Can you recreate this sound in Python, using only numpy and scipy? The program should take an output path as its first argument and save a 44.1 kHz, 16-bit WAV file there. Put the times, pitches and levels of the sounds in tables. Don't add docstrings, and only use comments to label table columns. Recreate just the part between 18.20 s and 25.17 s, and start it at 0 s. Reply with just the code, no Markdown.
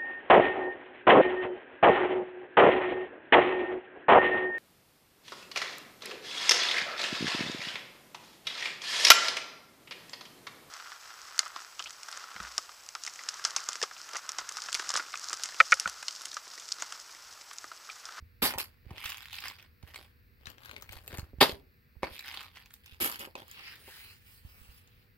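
import sys
import numpy as np
from scipy import signal
from scipy.fft import rfft, irfft
from scipy.io import wavfile
from scipy.ndimage import uniform_filter1d

SR = 44100
rng = np.random.default_rng(int(sys.argv[2]) if len(sys.argv) > 2 else 0)


def persist_wave(psi):
    counts = np.round(np.clip(psi, -1, 1) * 32767).astype(np.int16)
    wavfile.write(sys.argv[1], SR, np.atleast_2d(counts).T)


def amplitude_ratio(level_db):
    exponent = np.asarray(level_db, float) / 20
    return 10 ** exponent


N = 307377

# (frequency [Hz], relative density [dB per Hz])
AIR_COLOUR = [(15, -41.5), (25, -17), (92, -3.5), (180, -19), (344, -31), (405, -26.5), (439, -41),
              (476, -30), (659, -42), (1750, -30), (2150, -31.5), (2600, -33.5), (3160, -46), (4490, -37.5),
              (6560, -56.5), (10000, -53.5), (16000, -37)]
# (frequency [Hz], correlation [-1 to 1])
PORT_LIKENESS = [(60, 0.79), (240, 0.74), (950, -0.56), (3770, 0.57), (15000, 1)]
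# (time [s], level over RUMBLE_DB [dB])
RUMBLE_SWELL = [(0, 10), (1.2, 7), (2.4, 8), (2.9, 11), (3.4, 8), (3.6, 4), (4.2, 6), (5.5, 5.5), (6.3, 9),
                (6.97, 5.5)]
# (frequency [Hz], rms level [dB])
HUM_TONES = [(240, -82.5), (481, -84)]
# (time [s], starting level [dB], starting pitch [Hz], left over right [dB])
STAND_BUMPS = [(0.0243, -41, 81.4, -5), (0.233, -37, 83, 0.5), (.357, -38, 155, 1), (0.6652, -40, 130, -11),
               (0.7115, -34, 227, 0), (.8535, -43, 74, -8), (1.635, -40, 167, -13), (2.274, -44.5, 162, 12),
               (2.6998, -49, 110, -19), (2.761, -45.5, 63, -16), (2.9353, -37, 180, 5),
               (2.9868, -29, 178, -5), (3.0297, -34, 117, -4), (3.138, -41.5, 103.3, -9.5),
               (3.185, -34.5, 139, -7), (3.22, -33, 110, 5), (3.327, -35, 138.3, -2.5),
               (3.7666, -45.5, 81, -17.5), (3.8367, -37, 138, -5), (3.9127, -43, 69.6, -3),
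               (4.7247, -46.5, 86.2, -11.5), (4.82, -42, 182, -6.5), (5.22, -50, 178.7, -1.5),
               (6.25, -37, 123, -5), (6.415, -44.5, 76, -8.5), (6.4893, -43.5, 60.2, -4.5)]
# (time [s], lag of the left port [samples], left over right [dB])
BAG_PLACE = [(0.298, 6.5, -1.5), (0.698, -2.5, -2.5), (1.9, -2.5, -1.5), (2.301, -15.5, 8.5),
             (2.8, -4.5, 4), (3.2, -3, 0), (4.399, -2, -2), (4.802, 12, -1), (5.3, 12.5, -0.8),
             (5.699, -2, 0), (6.1, -6.5, -1.5), (6.799, -12.5, -1)]
# (start [s], hold after the rise [s], small creases [dB],
# treble against creases [dB], weight of the contents [dB])
BAG_DROPS = [(.218, 0.033, -26, -0.5, -5.5), (.378, 0.01, -38.5, -0.5, -9.5),
             (3.204, 0.0025, -18.5, -8.5, -7.5), (3.28, .01, -42, -5.5, -23),
             (3.822, 0.039, -48.5, -12, 4.5), (4.8, .05, -32.5, 1.5, -1.5),
             (4.99, 0.019, -43.5, -3.5, -5.5), (5.149, 0.058, -58.5, -7.5, 4.5)]
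# (start of hold [s], hold [s], small creases [dB],
# treble against creases [dB], weight of the contents [dB])
FILM_GRIPS = [(.5, 0.026, -73.5, -7, -6.5), (.71, 0.017, -60, -12, 6.5), (.785, 0.019, -50, -9.5, -16),
              (.85, .01, -45.5, -5, -16), (.906, 0.058, -47.5, -7.5, -29), (1, 0.056, -53.5, -8.5, -24),
              (1.143, 0.048, -46, -8.5, -38.5), (1.25, 0.017, -42.5, -11.5, -15.5),
              (1.395, 0.04, -64.5, -11, -4), (1.68, 0.021, -60.5, -3.5, 0.5), (1.758, 0.06, -60, -5.5, -4),
              (2.275, 0.0067, -56.5, -7.5, 5.5), (2.45, 0.0034, -57, -4.5, -1), (2.5, 0.13, -62, -7.5, 2),
              (2.73, 0.017, -54.5, -5.5, -3.5), (2.84, 0.039, -68, 5.5, 8.5), (2.935, 0.018, -52, -4, 6.5),
              (3.92, 0.06, -50.5, -6.5, -37), (4.06, 0.08, -47, -10, -20), (4.15, 0.074, -52, -9, -9.5),
              (4.36, 0.053, -60, -9, -12.5), (4.52, 0.029, -66.5, -0.5, -13), (4.667, 0.07, -60, -5, -17.5),
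              (4.92, 0.018, -44, -2, -9)]
# (start of hold [s], hold [s], rustle [dB],
# treble against rustle [dB], weight of the contents [dB])
FILM_SLIDES = [(5.3, 0.04, -57, -2, -16.5), (5.39, 0.14, -50.5, -8.5, -20), (5.6, 0.04, -66, 6, 1),
               (5.67, .14, -55.5, 2.5, -22), (5.84, 0.089, -57, 1.5, -20), (6.07, 0.099, -65, 6.5, -20.5),
               (6.27, 0.31, -65.5, 4.5, -9.5), (6.65, 0.18, -72.5, -2, -4)]
# (frequency [Hz], relative gain [dB])
WORKED_COLOUR = [(290, -50), (500, -32), (688, -27), (750, -1), (1030, 1), (1570, 0.5), (2850, -1),
                 (4870, -5), (6140, -17), (9090, -16), (12700, -8.5), (16000, -24)]
# (frequency [Hz], relative gain [dB])
SLIDING_COLOUR = [(170, -24), (290, -27), (413, -8), (607, -22), (767, -4.5), (1380, -1.5), (2790, 0),
                  (3470, -7), (4940, -7.5), (6150, -22.5), (16000, -12.5)]
# (time [s], level [dB], brightness [dB per octave], damping [factor])
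PART_KNOCKS = [(.337, -23.5, 6, 0.77), (.378, -19, 0.5, 2.3), (.652, -51, -11, 2.5), (.706, -34, 4.5, 1.2),
               (1.627, -41, 6.5, 1.6), (2.929, -32, -9, 1.8), (2.985, -40, 11.5, 1.4),
               (3.133, -40.5, -22, 1.2), (3.185, -49.5, 5, 1.6), (3.2117, 4.5, 2.5, 2.1),
               (3.219, -17, 2.5, 0.97), (3.2222, -1.5, -5, 1.35), (3.229, -8, -3.5, 1.8),
               (3.294, -23, -12, 1.8), (3.33, -51, 7, 1.8), (3.754, -52, -6, 1.7), (3.831, -9.5, -1, 2.1),
               (5.073, -32, -5, 1.4), (5.153, -23, -0.5, 1.9), (5.22, -34, -1, 1.8), (5.678, -37.5, -3, .9),
               (6.248, -50, -2.5, 1.4)]
# (frequency [Hz], relative level [dB], t60 at damping 1 [s])
TABLE_MODES = [(273, -10, 0.05), (386, 3.5, 0.043), (508, -2, .08), (674, -9.5, 0.15), (803, 1, 0.064),
               (901, 0.5, 0.089), (987, -4.5, 0.12), (1060, -5.5, 0.054), (1110, -11, 0.031),
               (1414, -4, 0.016), (1860, -9.5, 0.061), (2210, -5, 0.038), (3030, -11.5, .03)]
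# (time [s], peak [dB], pitch [Hz], relative treble [dB])
FOLD_SNAPS = [(.3836, -16, 2910, -4), (.7802, -30.5, 2160, -24), (.84, -27, 2590, -21),
              (0.8438, -29, 2960, -13), (.8566, -23, 2970, -11), (.86, -25.5, 2760, -19),
              (0.881, -32.5, 3930, -11), (0.8936, -24.5, 2910, -9), (.9018, -25.5, 3000, -10),
              (.909, -29, 3000, -10), (.9197, -26, 2900, -18), (0.949, -36, 2940, -22),
              (.972, -31.5, 2960, -1), (1.0286, -36.5, 3800, -13), (1.0578, -37, 2680, 4),
              (1.131, -28.5, 2860, -7), (1.1541, -31.5, 3060, 1), (1.2047, -32, 4800, -6),
              (1.242, -44, 1060, -20), (1.2586, -33, 1200, -26), (1.2725, -32, 1970, -21),
              (1.2824, -25, 5010, -10), (1.311, -35.5, 1190, -28), (1.386, -44, 2470, -33),
              (1.3973, -43.5, 2700, -28), (1.426, -41.5, 2530, -11), (1.6773, -50, 2800, -13),
              (1.744, -35, 2670, -30), (1.7593, -27, 2240, -13), (2.2568, -37.5, 3960, -27),
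              (2.2696, -30.5, 1800, -29), (2.3012, -38, 3020, -7), (2.382, -41.5, 1860, -28),
              (2.434, -40.5, 1720, -24), (2.4577, -33.5, 1620, -14), (2.4934, -37, 1630, -33),
              (2.5126, -31, 2550, -18), (2.5639, -29.5, 2240, -34), (2.612, -43.5, 1300, -10),
              (2.6231, -31, 1310, -7), (2.6918, -34.5, 2400, -16), (2.7244, -32, 2210, -4),
              (2.73, -35.5, 2200, -14), (2.8779, -25, 2850, -3), (2.9282, -34.5, 2340, -11.5),
              (2.9727, -29, 2300, -6), (2.9831, -28.5, 1870, -8), (2.9947, -31, 4640, -12),
              (3.2949, -27.5, 3160, -28.5), (3.8313, -29.5, 2360, -40), (3.9716, -42, 2640, -19),
              (3.9925, -28.5, 4200, -8.5), (4.0394, -41, 4260, -34), (4.0803, -28, 2750, -14),
              (4.123, -37, 1850, -10), (4.1481, -36, 1200, -16), (4.176, -36, 1080, -28),
              (4.207, -33.5, 3330, -13), (4.2298, -34, 1300, -6), (4.357, -41.5, 2800, -37),
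              (4.371, -36, 2285, -33.5), (4.4593, -41.5, 2340, -16.5), (4.507, -43, 1700, -16),
              (4.5396, -33, 3770, -1.5), (4.661, -37.5, 2810, -13.5), (4.9162, -26, 4620, -8),
              (4.994, -28, 2760, 2), (5.1536, -31, 2710, -36.5), (5.281, -37.5, 1220, -6),
              (5.3133, -29, 2390, -2.5), (5.3941, -39.5, 2890, -23), (5.465, -43, 2700, -22),
              (5.479, -35, 2460, -29), (5.557, -37, 2800, -9.5), (5.8, -42, 2560, -19),
              (6.675, -50.5, 3920, -11)]
# (frequency [Hz], t60 [s], relative level [dB])
WALL_DECAY = [(99.6, 0.37, -13), (300, 0.43, -12.5), (1000, 0.23, -9.5), (3000, 0.085, -7),
              (10000, 0.14, -7.5)]

AIR_DB, RUMBLE_DB = -59, -68.5
STAND_HZ = 64
DROP_RISE_S, DROP_FALL_DB_PER_S = 0.01, 340.5
GRIP_RISE_DB_PER_S, GRIP_FALL_DB_PER_S = 325, 190.5
SLIDE_RISE_DB_PER_S, SLIDE_FALL_DB_PER_S = 208, 198
DROP_FOLDS_DB, GRIP_FOLDS_DB, SLIDE_FOLDS_DB = -2.5, -1, -3
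FOLDS_PER_WEIGHT = 0.34
CONTENTS_DB = -4.5
CRUSH_FROM_DB, CRUSH_SPAN_DB = -48.5, 13.5
MODE_SPREAD_DB = 1.5
EDGE_HZ, ABOVE_EDGE_DB = 15900, -31


def evened(x):
    return x / np.sqrt(np.mean(x ** 2) + 1e-20)


def read(points, hz):
    f, value = np.transpose(points)
    return np.interp(np.log(hz + 1), np.log(f + 1), value)


def band(x, lo_hz, hi_hz, order=2):
    return signal.sosfilt(signal.butter(order, [lo_hz, hi_hz], "band", fs=SR, output="sos"), x)


def add(mix, s, sound):
    at, lag, pan_db = np.transpose(BAG_PLACE)
    for port, side in zip(mix, (.5, -.5)):
        start = round(s * SR + side * np.interp(s, at, lag))
        part = port[start:][:len(sound)]
        part += amplitude_ratio(side * np.interp(s, at, pan_db)) * sound[:len(part)]


def quiet_room():
    frames, hz = N // 512 + 5, np.fft.rfftfreq(2048, 1 / SR)
    a, b, c, d = rng.standard_normal((frames, 1025, 4)).T
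    same = np.clip(read(PORT_LIKENESS, hz), -1, 1)[:, None]
    left = a + 1j * b
    right = same * left + np.sqrt(1 - same ** 2) * (c + 1j * d)
    spectra = np.array([left, right]) * amplitude_ratio(read(AIR_COLOUR, hz))[:, None]
    air = evened(signal.istft(spectra, nperseg=2048, noverlap=1536)[1][:, :N])
    t = np.arange(N) / SR
    swell_db = np.interp(t, *np.transpose(RUMBLE_SWELL))
    rumble = amplitude_ratio(RUMBLE_DB + swell_db) * evened(band(air, 30, 130))
    hum = sum(amplitude_ratio(db) * np.sqrt(2) * np.sin(2 * np.pi * f * t) for f, db in HUM_TONES)
    hiss = signal.sosfilt(signal.butter(3, 130, "high", fs=SR, output="sos"), air)
    return amplitude_ratio(AIR_DB) * hiss + rumble + hum


def bumps():
    out, t = np.zeros((2, N)), np.arange(6000) / SR
    detune = 1 + .12 * rng.standard_normal((len(STAND_BUMPS), 2))
    for (s, db, hz, pan_db), own_pair in zip(STAND_BUMPS, detune):
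        for port, side, own in zip(out, (.5, -.5), own_pair):
            settled = STAND_HZ * own
            pitch = settled + (hz - settled) * np.exp(-t / 0.0036)
            swing = np.sin(2 * np.pi * np.cumsum(pitch) / SR)
            swing *= amplitude_ratio(db + side * pan_db - 60 * t / 0.081)
            part = port[round(s * SR):][:len(t)]
            part += swing[:len(part)]
    return out


def cracks(per_s, spread_db, clump_db, bag_width):
    clumps = evened(uniform_filter1d(rng.standard_normal(N), 260))
    size = amplitude_ratio(spread_db * np.minimum(rng.exponential(1, N), 4) + clump_db * clumps)
    size *= rng.random(N) < per_s / SR
    patch, t, out = rng.integers(0, 24, N), np.arange(128) / SR, np.zeros((2, N))
    for k in range(24):
        crease = evened(rng.standard_normal(128) * amplitude_ratio(-60 * t / 0.0033))
        sound = signal.oaconvolve(size * (patch == k), crease)[:N]
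        port_lag = round(bag_width * rng.standard_normal())
        out += [sound, np.roll(sound, port_lag)]
    spectra = signal.stft(out, SR, nperseg=512)[2]
    colour = uniform_filter1d(rng.standard_normal(spectra.shape[1:]), 8, 0)
    colour = uniform_filter1d(colour, 12, 1)
    return signal.istft(spectra * amplitude_ratio(2.7 * evened(colour)), SR, nperseg=512)[1][:, :N]


def effort(rows, t, folds_db, fall_db, rise_db=None):
    power = np.full((4, len(t)), 1e-14)
    for s, hold, db, treble_db, weight_db in rows:
        if rise_db:
            rise = amplitude_ratio(-rise_db * np.maximum(s - t, 0))
        else:
            rise = np.clip((t - s) / DROP_RISE_S, 0, 1)
            hold = hold + DROP_RISE_S
        large_folds_db = folds_db + FOLDS_PER_WEIGHT * weight_db
        balance_db = np.array([[0], [large_folds_db], [treble_db], [weight_db + CONTENTS_DB]])
        fall = -fall_db * np.maximum(t - s - hold, 0)
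        power += (rise * amplitude_ratio(db + fall + balance_db)) ** 2
    return power


def film(raw, colour, gains):
    hz = np.fft.rfftfreq(N, 1 / SR)
    spectrum = rfft(raw) * amplitude_ratio(read(colour, hz))
    low = 1 / (1 + (hz / 1900) ** 8)
    high = 1 - 1 / (1 + (hz / 5750) ** 16)
    creases, folds, fizz = (evened(irfft(spectrum * part, N)) for part in (1 - low - high, low, high))
    contents = evened(band(raw, 215, 720))
    return sum(gain * part for gain, part in zip(gains, (creases, folds, fizz, contents)))


def creasing():
    t, steps = np.arange(N) / SR, np.arange(0, N + 32, 32) / SR
    dropped = effort(BAG_DROPS, steps, DROP_FOLDS_DB, DROP_FALL_DB_PER_S)
    gripped = effort(FILM_GRIPS, steps, GRIP_FOLDS_DB, GRIP_FALL_DB_PER_S, GRIP_RISE_DB_PER_S)
    slid = effort(FILM_SLIDES, steps, SLIDE_FOLDS_DB, SLIDE_FALL_DB_PER_S, SLIDE_RISE_DB_PER_S)
    worked_gains, slid_gains = ([np.interp(t, steps, np.sqrt(p)) for p in power]
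                                for power in (dropped + gripped, slid))
    crushed = np.clip((20 * np.log10(worked_gains[0]) - CRUSH_FROM_DB) / CRUSH_SPAN_DB, 0, 1)
    picked = evened(cracks(3000, 6.7, 2.2, 3.5))
    crunch = evened(cracks(9000, 4.2, .8, 2.7))
    worked = np.sqrt(1 - crushed) * picked + np.sqrt(crushed) * crunch
    sound = film(worked, WORKED_COLOUR, worked_gains)
    sound += film(cracks(10000, 1.6, .9, 3.8), SLIDING_COLOUR, slid_gains)
    at, lag, pan_db = np.transpose(BAG_PLACE)
    lag_now = np.interp(t, at, lag)
    heard = [np.round(np.arange(N) - side * lag_now).astype(int) for side in (.5, -.5)]
    half_pan_db = np.interp(t, at, pan_db) / 2
    placed = np.take_along_axis(sound, np.clip(heard, 0, N - 1), 1)
    return amplitude_ratio([half_pan_db, -half_pan_db]) * placed


def knocks():
    out, t = np.zeros((2, N)), np.arange(6000) / SR
    hz, mode_db, t60 = np.transpose(TABLE_MODES)[:, :, None]
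    mix = rng.standard_normal((len(PART_KNOCKS), len(TABLE_MODES), 1))
    noise = rng.standard_normal((len(PART_KNOCKS), 6000))
    onset = 1 - np.exp(-(t / 0.00064) ** 2)
    for (s, db, tilt_db, damping), uneven, rattle in zip(PART_KNOCKS, mix, noise):
        level_db = mode_db + MODE_SPREAD_DB * uneven + tilt_db * np.log2(hz / 700)
        modes = amplitude_ratio(level_db - 60 * t * damping / t60) * np.sin(2 * np.pi * hz * t)
        ring = modes.sum(0)
        ring = ring / abs(ring).max()
        clack = evened(band(rattle, 350, 3000, order=1))
        clack *= amplitude_ratio(-22.0 + 2.1 * tilt_db - 60 * t / 0.021)
        add(out, s, -amplitude_ratio(db) * (ring + clack) * onset)
    return out


def snaps():
    out, t = np.zeros((2, N)), np.arange(900) / SR
    noise = rng.standard_normal((len(FOLD_SNAPS), 2, 900))
    for (s, db, hz, treble_db), (a, b) in zip(FOLD_SNAPS, noise):
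        pitched = evened(band(a, hz / 1.08, hz * 0.95, order=1))
        wide = evened(band(a, 920, 4000))
        crack = (1.02 * pitched + 0.46 * wide) * amplitude_ratio(-60 * t / 0.015) * (1 - np.exp(-t / 0.00012))
        bright = evened(band(b, 6000, 11000)) + 1.3 * evened(band(b, 11000, 16800))
        tick = bright * amplitude_ratio(treble_db + 9.0 - 60 * t / 0.0072)
        snap = crack + tick
        add(out, s, amplitude_ratio(db) * snap / abs(snap).max())
    return out


def walls(x):
    taps = np.zeros((2, 20000))
    at = np.arange(120, 19960, 20) + rng.integers(0, 20, (2, 992))
    np.put_along_axis(taps, at, rng.choice([-1., 1.], at.shape), 1)
    hz, t, spectra = signal.stft(taps, SR, nperseg=512)
    alike = (1 / (1 + (hz / 350) ** 2))[:, None]
    spectra[1] = alike * spectra[0] + np.sqrt(1 - alike ** 2) * spectra[1]
    f, t60, db = np.transpose(WALL_DECAY)
    t60_here = read(np.c_[f, t60], hz)[:, None]
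    level = amplitude_ratio(read(np.c_[f, db], hz))[:, None]
    spectra *= amplitude_ratio(-60 * t / t60_here)
    spectra *= level / np.sqrt(t60_here * 150)
    response = signal.istft(spectra, SR, nperseg=512)[1]
    return signal.oaconvolve(x, response, axes=1)[:, :N]


def scene():
    room, stand = quiet_room(), bumps()
    bag = creasing() + knocks() + snaps()
    return bag + walls(bag) + stand + room


def band_limit(x):
    return signal.sosfilt(signal.butter(12, 16990, fs=SR, output="sos"), x)


def record(dry):
    edge = signal.firwin(511, EDGE_HZ, window=("kaiser", 8), fs=SR)
    low = signal.oaconvolve(dry, edge[None], "same")
    shelved = low + amplitude_ratio(ABOVE_EDGE_DB) * (dry - low)
    return band_limit(shelved)


dry = scene()
out = record(dry)
persist_wave(out)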